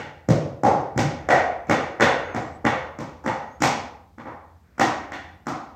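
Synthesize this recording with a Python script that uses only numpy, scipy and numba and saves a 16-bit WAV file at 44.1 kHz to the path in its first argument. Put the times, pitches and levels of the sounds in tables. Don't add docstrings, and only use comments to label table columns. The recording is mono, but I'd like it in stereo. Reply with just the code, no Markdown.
import sys
import numpy as np
from scipy import signal
from scipy.fft import rfft, irfft, next_fast_len
from scipy.io import wavfile
from scipy.ndimage import uniform_filter1d
from numba import njit

SR = 44100
rng = np.random.default_rng(int(sys.argv[2]) if len(sys.argv) > 2 else 0)


def gain_from_db(level_db):
    decades = np.asarray(level_db, float) / 20
    return 10 ** decades


def store_wav(level_fs):
    pcm = np.round(np.clip(np.atleast_2d(level_fs), -1, 1) * 32767)
    wavfile.write(sys.argv[1], SR, pcm.T.astype(np.int16))


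N = 253575
GRID_HZ = np.arange(2049) * SR / 4096 + 1


def shape_db(points):
    hz, db = np.transpose(points)
    return np.interp(np.log(GRID_HZ), np.log(hz), db)


def causal(gain):
    cepstrum = irfft(np.log(gain))
    cepstrum[1:2048] *= 2
    cepstrum[2049:] = 0
    return irfft(np.exp(rfft(cepstrum)))


def colour(x, points):
    return signal.fftconvolve(x, causal(gain_from_db(shape_db(points))))[:len(x)]


def unit(x):
    return x / np.sqrt(np.sum(x ** 2))


def noise(points):
    return unit(colour(rng.standard_normal(N), points)) * np.sqrt(N)


def curve(rows):
    return np.interp(np.arange(N) / SR, *np.transpose(rows))


def walk(rate_hz):
    hold = int(SR / rate_hz)
    steps = np.repeat(rng.standard_normal(N // hold + 1), hold)
    return 1.3 * uniform_filter1d(uniform_filter1d(steps, hold), hold)[:N]


def law(rule, *causes):
    return rule[0] + np.dot(rule[1:], causes)


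def shift(modes, by_db):
    return [(hz, db + by_db, t60) for hz, db, t60 in modes]


def ring(modes):
    t = np.arange(4096) / SR
    sizes = gain_from_db(1.5 * rng.standard_normal(len(modes)))
    power = 0
    for size, (hz, db, t60) in zip(sizes, modes):
        tone = np.sin(2 * np.pi * hz * t) * gain_from_db(-60 * t / t60)
        power = power + abs(rfft(size * gain_from_db(db) * tone)) ** 2
    return power / power.mean()


RATTLE = [(17, .6), (29, .6), (47, .5)]


def rattle(x):
    for lag, gain in RATTLE:
        taps = np.r_[1, np.zeros(lag - 1), -gain]
        x = signal.lfilter(taps[::-1], taps, x)
    return x


# (frequency [Hz], level [dB], t60 [s])
SLAB = [(246, -0.5, 0.038), (313, 0, 0.049)]
# (frequency [Hz], t60 [s])
BOOM_MODE = (142, 0.076)
# (frequency [Hz], level [dB], t60 [s])
DECK_LOW = [(424, -23.5, 0.042), (524.7, 5, 0.022)]
DECK_HIGH = [(988, 2.8, 0.012), (1210, 3.8, 0.0082)]
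# (frequency [Hz], level [dB], t60 [s])
TRUCKS = [(1480, 0, .014), (1890, 0, .014), (2220, -3, .012)]
TRUCKS_HIGH = [(2800, 2, .007), (3480, -2, .011), (4200, -5, .006)]
# (frequency [Hz], level [dB])
CLICK = [(800, -34), (2500, 3.5), (5000, 2), (7000, -2.5), (14000, 2)]
# (time [s], deck pitch [Hz], damping of the main note, so stronger side notes [dB])
FOOT = [(0, 835, -9.2), (.29, 670, 3), (.64, 812, -5), (.98, 812, -4.5), (1.291, 715, -10), (1.7, 796, 2),
        (2.0, 796, 4), (2.35, 760, -4), (2.65, 825, 1), (3.26, 855, -1), (3.6, 817, 1), (4.259, 838, 2.5),
        (4.8, 769, -3), (5.12, 780, -9), (5.47, 768, 1)]
# (level at weight 0 [dB], per weight [dB/dB], per time [dB/s])
BOOM_LAW = (4.5, 0.64, -3)
LOW_LAW = (5.24, 0.41, -2.51)
# (level [dB], per time [dB/s])
HIGH_LAW = (-7.5, 1.46)
# (level at slack 0 [dB], per slack [dB/dB], per time [dB/s])
UPPER_LAW = (-9.5, 1.1, 0.63)


def blow(s, deck_db, weight_db, slack_db, hard_db):
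    when, pitch, damping = np.transpose(FOOT)
    deck_hz, damp_db = np.interp(s, when, pitch), np.interp(s, when, damping)
    boom_db = law(BOOM_LAW, weight_db, s)
    low_db = law(LOW_LAW, weight_db, s) + damp_db
    high_db = law(HIGH_LAW, s) + damp_db
    upper_db = min(law(UPPER_LAW, slack_db, s), 0)

    boom_hz, boom_t60 = BOOM_MODE
    slab_modes = SLAB + [(boom_hz, boom_db, boom_t60)]
    deck_modes = shift(DECK_LOW, low_db) + [(deck_hz, 0, .026)] + shift(DECK_HIGH, high_db)
    truck_modes = TRUCKS + shift(TRUCKS_HIGH, upper_db)

    slab_shape = shape_db([(50, -16.0), (110, -1.5), (400, -0.5), (900, -19.0)])
    deck_shape = shape_db([(120, -34), (380, -0.5), (1400, 6.0), (3000, -7.0)])
    truck_shape = shape_db([(400, -12), (1300, -1), (4500, -0.5), (8000, -22.5)])

    thump = ring(slab_modes) * gain_from_db(2 * slab_shape)
    deck = ring(deck_modes) * gain_from_db(2 * deck_shape)
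    trucks = ring(truck_modes) * gain_from_db(2 * truck_shape)
    click = gain_from_db(2 * shape_db(CLICK))
    power = gain_from_db(2 * (deck_db + weight_db) - 7.0) * thump
    power += gain_from_db(2 * deck_db - 8.5) * deck
    power += gain_from_db(2 * (deck_db + slack_db) - 10.5) * trucks
    power += gain_from_db(2 * (deck_db + hard_db) + 11.5) * click
    return rattle(causal(np.sqrt(power)))


# (time [s], force [dB], rider's weight on the slab [dB], truck slack [dB], wheel hardness [dB])
LANDINGS = [(-.04, -30, -1.5, 5.5, -13.5), (0.287, -16.5, 5.5, -11.5, -16), (0.634, -14, -6, -15, -22.5),
            (0.65, -20.5, -3, -9, -23), (0.976, -21, -0.5, 2, -6.5), (1.288, -8.5, -13.5, 0, -19.5),
            (1.696, -16, -1.5, 2, -14), (1.998, -18, -9.5, 1, -25.5), (2.007, -16.5, -6.2, 8, -10),
            (2.346, -25, -1, -3, -15.5), (2.65, -17.5, -1.2, 3.5, -17), (2.987, -32.5, 2, -4, -11),
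            (3.261, -21.5, -4, 0, -17.5), (3.62, -16, -4, 1, -4.5), (4.182, -39.5, -8, 1.3, -20),
            (4.256, -34.5, -4, -4.5, -31), (4.796, -15.5, -4.5, 2.5, -10), (5.119, -35.5, -3, 10, -9.5),
            (5.468, -25.5, -2.5, -4.5, -12.5)]
# (level at hardness 0 [dB], per hardness [dB/dB])
DIRECT_LAW = (29, .07)


def landings():
    return [(row[0], blow(*row), law(DIRECT_LAW, row[-1])) for row in LANDINGS]


def arrival():
    t = np.arange(256) / SR
    soft = np.exp(-2 * np.pi * 3000 * t)
    grit = np.diff(rng.standard_normal(len(t) + 1)) * np.exp(-t / .001)
    return soft / soft.sum() + gain_from_db(-2.5) * unit(grit)


# (centre [Hz], decay [dB/s], steepening [dB/s^2], left-right likeness [0-1])
SHED = [(91.5, 98, 14.5, 0.94), (183, 105, 19, 0.99), (350, 77.5, 24, 0.82), (700, 55.5, 62.5, 0),
        (1448, 73.5, 64.5, 0.16), (2800, 66, 102, 0.3), (5900, 81, 123.5, 0), (8900, 128.5, 106, 0.06),
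        (13000, 197.5, 51.5, .3)]


def shed_bands(size):
    spectra = rfft(rng.standard_normal((2, size)))
    where = np.log(np.arange(spectra.shape[1]) * SR / size + 1)
    centres = np.log(np.array(SHED)[:, 0])
    bands = []
    for k, (hz, _, _, likeness) in enumerate(SHED):
        band_gain = np.interp(where, centres, np.arange(len(SHED)) == k)
        left, other = irfft(spectra * band_gain, size)
        alike = np.clip(likeness, 0, 1)
        late = np.roll(left, 22 * (hz > 500))
        bands.append([left, alike * late + np.sqrt(1 - alike ** 2) * other])
    return np.array(bands)


# (delay [s], level [dB], left lead [s])
ARRIVALS = [(.004, 12, .0005), (.0085, 14, .0003), (.0135, 19, 0), (.0265, 21, -.0002), (.044, 18, .0002)]
FLOOR_MIRROR = np.array([1, 0, 0, 0, 0, 0, .85]) / 1.85


def shed(strikes):
    size, lead = int(.9 * SR), SR // 10
    bands = shed_bands(size=next_fast_len(N + 2 * size))
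    t = np.arange(size) / SR
    _, decay, steepening, _ = np.transpose(SHED)
    build_up = 1 - np.exp(-(t / .012) ** 2)
    fall = gain_from_db(-np.outer(decay, t) - np.outer(steepening, t ** 2)) * build_up
    bounces = [(k * .0176, 24.5 - (k - 1) * 3.5, .0005) for k in range(1, 7)]
    out = np.zeros((2, N + lead + 2 * size))
    for s, sound, direct_db in strikes:
        i = int(s * SR) + lead
        reply = np.einsum("bt,bct->ct", fall, bands[:, :, i:i + size])
        direct = (.00051, direct_db, .00055)
        for delay, db, left_lead in [direct] + ARRIVALS + bounces:
            echo = gain_from_db(db) * (arrival() if delay > .001 else FLOOR_MIRROR)
            for side, lag in enumerate([.001 - left_lead, .001]):
                j = int((delay + lag) * SR)
                reply[side, j:j + len(echo)] += echo
        heard = signal.fftconvolve(reply, sound[None], axes=1)
        out[:, i:i + heard.shape[1]] += heard
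    start = lead + 40
    return out[:, start:start + N]


# (time [s], level [dB])
RUMBLE = [(0, -57), (1, -51), (2, -49.5), (3, -51.5), (4, -55), (4.5, -57.5), (5, -52), (5.75, -56)]
# (frequency [Hz], level [dB])
RUMBLE_SHAPE = [(25, -33.5), (45, -14), (62, -2.5), (88, 3.5), (115, -15), (170, -11.5), (400, -21.5),
                (1200, -51), (3000, -67.5)]


def rumble():
    mid, side = noise(RUMBLE_SHAPE), noise(RUMBLE_SHAPE)
    level = gain_from_db(curve(RUMBLE) + 0.81 * walk(6.9))
    return level * (mid + .15 * side * np.array([[1], [-1]]))


# (level at hardness 0 [dB], per hardness [dB/dB])
BRUSH_TRUCKS = (0, 0.76)
BRUSH_CLICK = (-14.5, 0.84)


def touch(s, force_db, weight_db, hard_db):
    scuff = rng.standard_normal(600) * np.exp(-np.arange(600) / (.002 * SR))
    slack_db, click_db = law(BRUSH_TRUCKS, hard_db), law(BRUSH_CLICK, hard_db)
    return signal.fftconvolve(blow(s, force_db, weight_db, slack_db, click_db), unit(scuff))


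# (time [s], force [dB], weight [dB], hardness [dB])
TOUCHES = [(.279, -48.5, 16.5, -9), (.958, -27.5, 5.5, -17.5), (1.669, -43, 3, 5.5),
           (1.688, -35.5, 10.5, -15), (2.644, -24, -3.5, -17), (3.238, -33, -1, -6),
           (3.245, -32.5, 3.5, -5.5), (3.603, -39.5, 11, 17.5), (3.608, -42, 6, -2), (3.612, -44, 10, 16),
           (4.177, -55, 10.5, -16), (4.779, -30, -12, -1), (4.791, -36, -6.5, -4), (5.457, -55, 17, 14)]


def touches():
    return [(row[0], touch(*row), 25.5) for row in TOUCHES]


# (time [s], level [dB])
ROLL = [(0, -101), (1.4, -42), (1.65, -46), (2.3, -34), (2.55, -57), (2.9, -70), (3.2, -64), (4.5, -70),
        (5.08, -42), (5.4, -77), (5.75, -74)]
# (frequency [Hz], level [dB])
GRIT = [(150, -37), (400, -1), (800, -8), (1500, 1), (2500, -7), (4000, -48), (7000, -50.5), (10000, -37.5)]


def rolling():
    sides = [gain_from_db(2.5 * walk(14)) * noise(GRIT) for _ in range(2)]
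    return gain_from_db(curve(ROLL) - 5) * np.array(sides)


# (start [s], end [s], first pitch [Hz], last pitch [Hz], level [dB])
SQUEAKS = [
    (1.52, 1.69, 6100, 6100, -72),
    (1.86, 1.96, 6000, 6000, -68),
    (2.17, 2.46, 6500, 6600, -61),
    (2.36, 2.62, 6800, 8200, -62),
    (2.87, 3.2, 3500, 3450, -64),
    (3.42, 3.62, 6450, 6600, -64),
]


def squeaks():
    t, out = np.arange(N) / SR, np.zeros((2, N))
    for start, end, first_hz, last_hz, db in SQUEAKS:
        along = np.clip((t - start) / (end - start), 0, 1)
        glide_hz = first_hz + (last_hz - first_hz) * along
        for side in range(2):
            phase = 2 * np.pi * np.cumsum(glide_hz * (1 + .018 * walk(400))) / SR
            out[side] += gain_from_db(db + 5 * walk(60)) * np.sin(np.pi * along) * np.sin(phase)
    return out


def scene():
    return shed(landings() + touches()) + rolling() + squeaks() + rumble()


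@njit
def limiter(x, top, release):
    y, envelope = np.empty_like(x), 0.
    for i in range(x.shape[1]):
        envelope = max(abs(x[0, min(i + 32, x.shape[1] - 1)]), envelope * release)
        y[:, i] = x[:, i] * min(1., top / (envelope + 1e-9))
    return y


def top_cut(x):
    return signal.sosfilt(signal.butter(12, 16510, fs=SR, output="sos"), x)


# (frequency [Hz], level [dB])
MIC = [(28, -23), (50, 1.5), (90, 3.5), (2200, -1), (4000, -7.5), (6500, -2.5), (8300, -11), (9600, -24),
       (10600, -36.5), (11800, -31), (13300, -31.5), (14500, -43.5), (16200, -29.5), (17000, -46)]
# (frequency [Hz], level [dB])
LEFT_OVER_RIGHT = [(60, 2), (200, 6.5), (380, 1.3), (700, 10.4), (1290, 4.65), (2380, 4.5), (4400, 9.3),
                   (7000, 12.8), (9500, 4.4), (13000, 30), (16000, 4.6)]
# (frequency [Hz], level [dB])
HISS = [(200, 0), (2000, -4), (5000, -5.5), (8000, -10), (10500, -16), (13000, -9.5), (16000, -15.5)]


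def record(dry):
    left = colour(colour(dry[0], MIC), [(hz, db / 2) for hz, db in LEFT_OVER_RIGHT])
    right = colour(colour(dry[1], MIC), [(hz, -db / 2) for hz, db in LEFT_OVER_RIGHT])
    hiss = gain_from_db(-69) * np.array([noise(HISS), noise(HISS)])
    release_s = .04
    held = limiter(np.array([left, right]) + hiss, .97, np.exp(-1 / (release_s * SR)))
    treble_cut = signal.ellip(8, .2, 70, 15900, fs=SR, output="sos")
    mix = np.clip(signal.sosfilt(treble_cut, held), -1, 1)
    return top_cut(mix)


dry = scene()
out = record(dry)
store_wav(out)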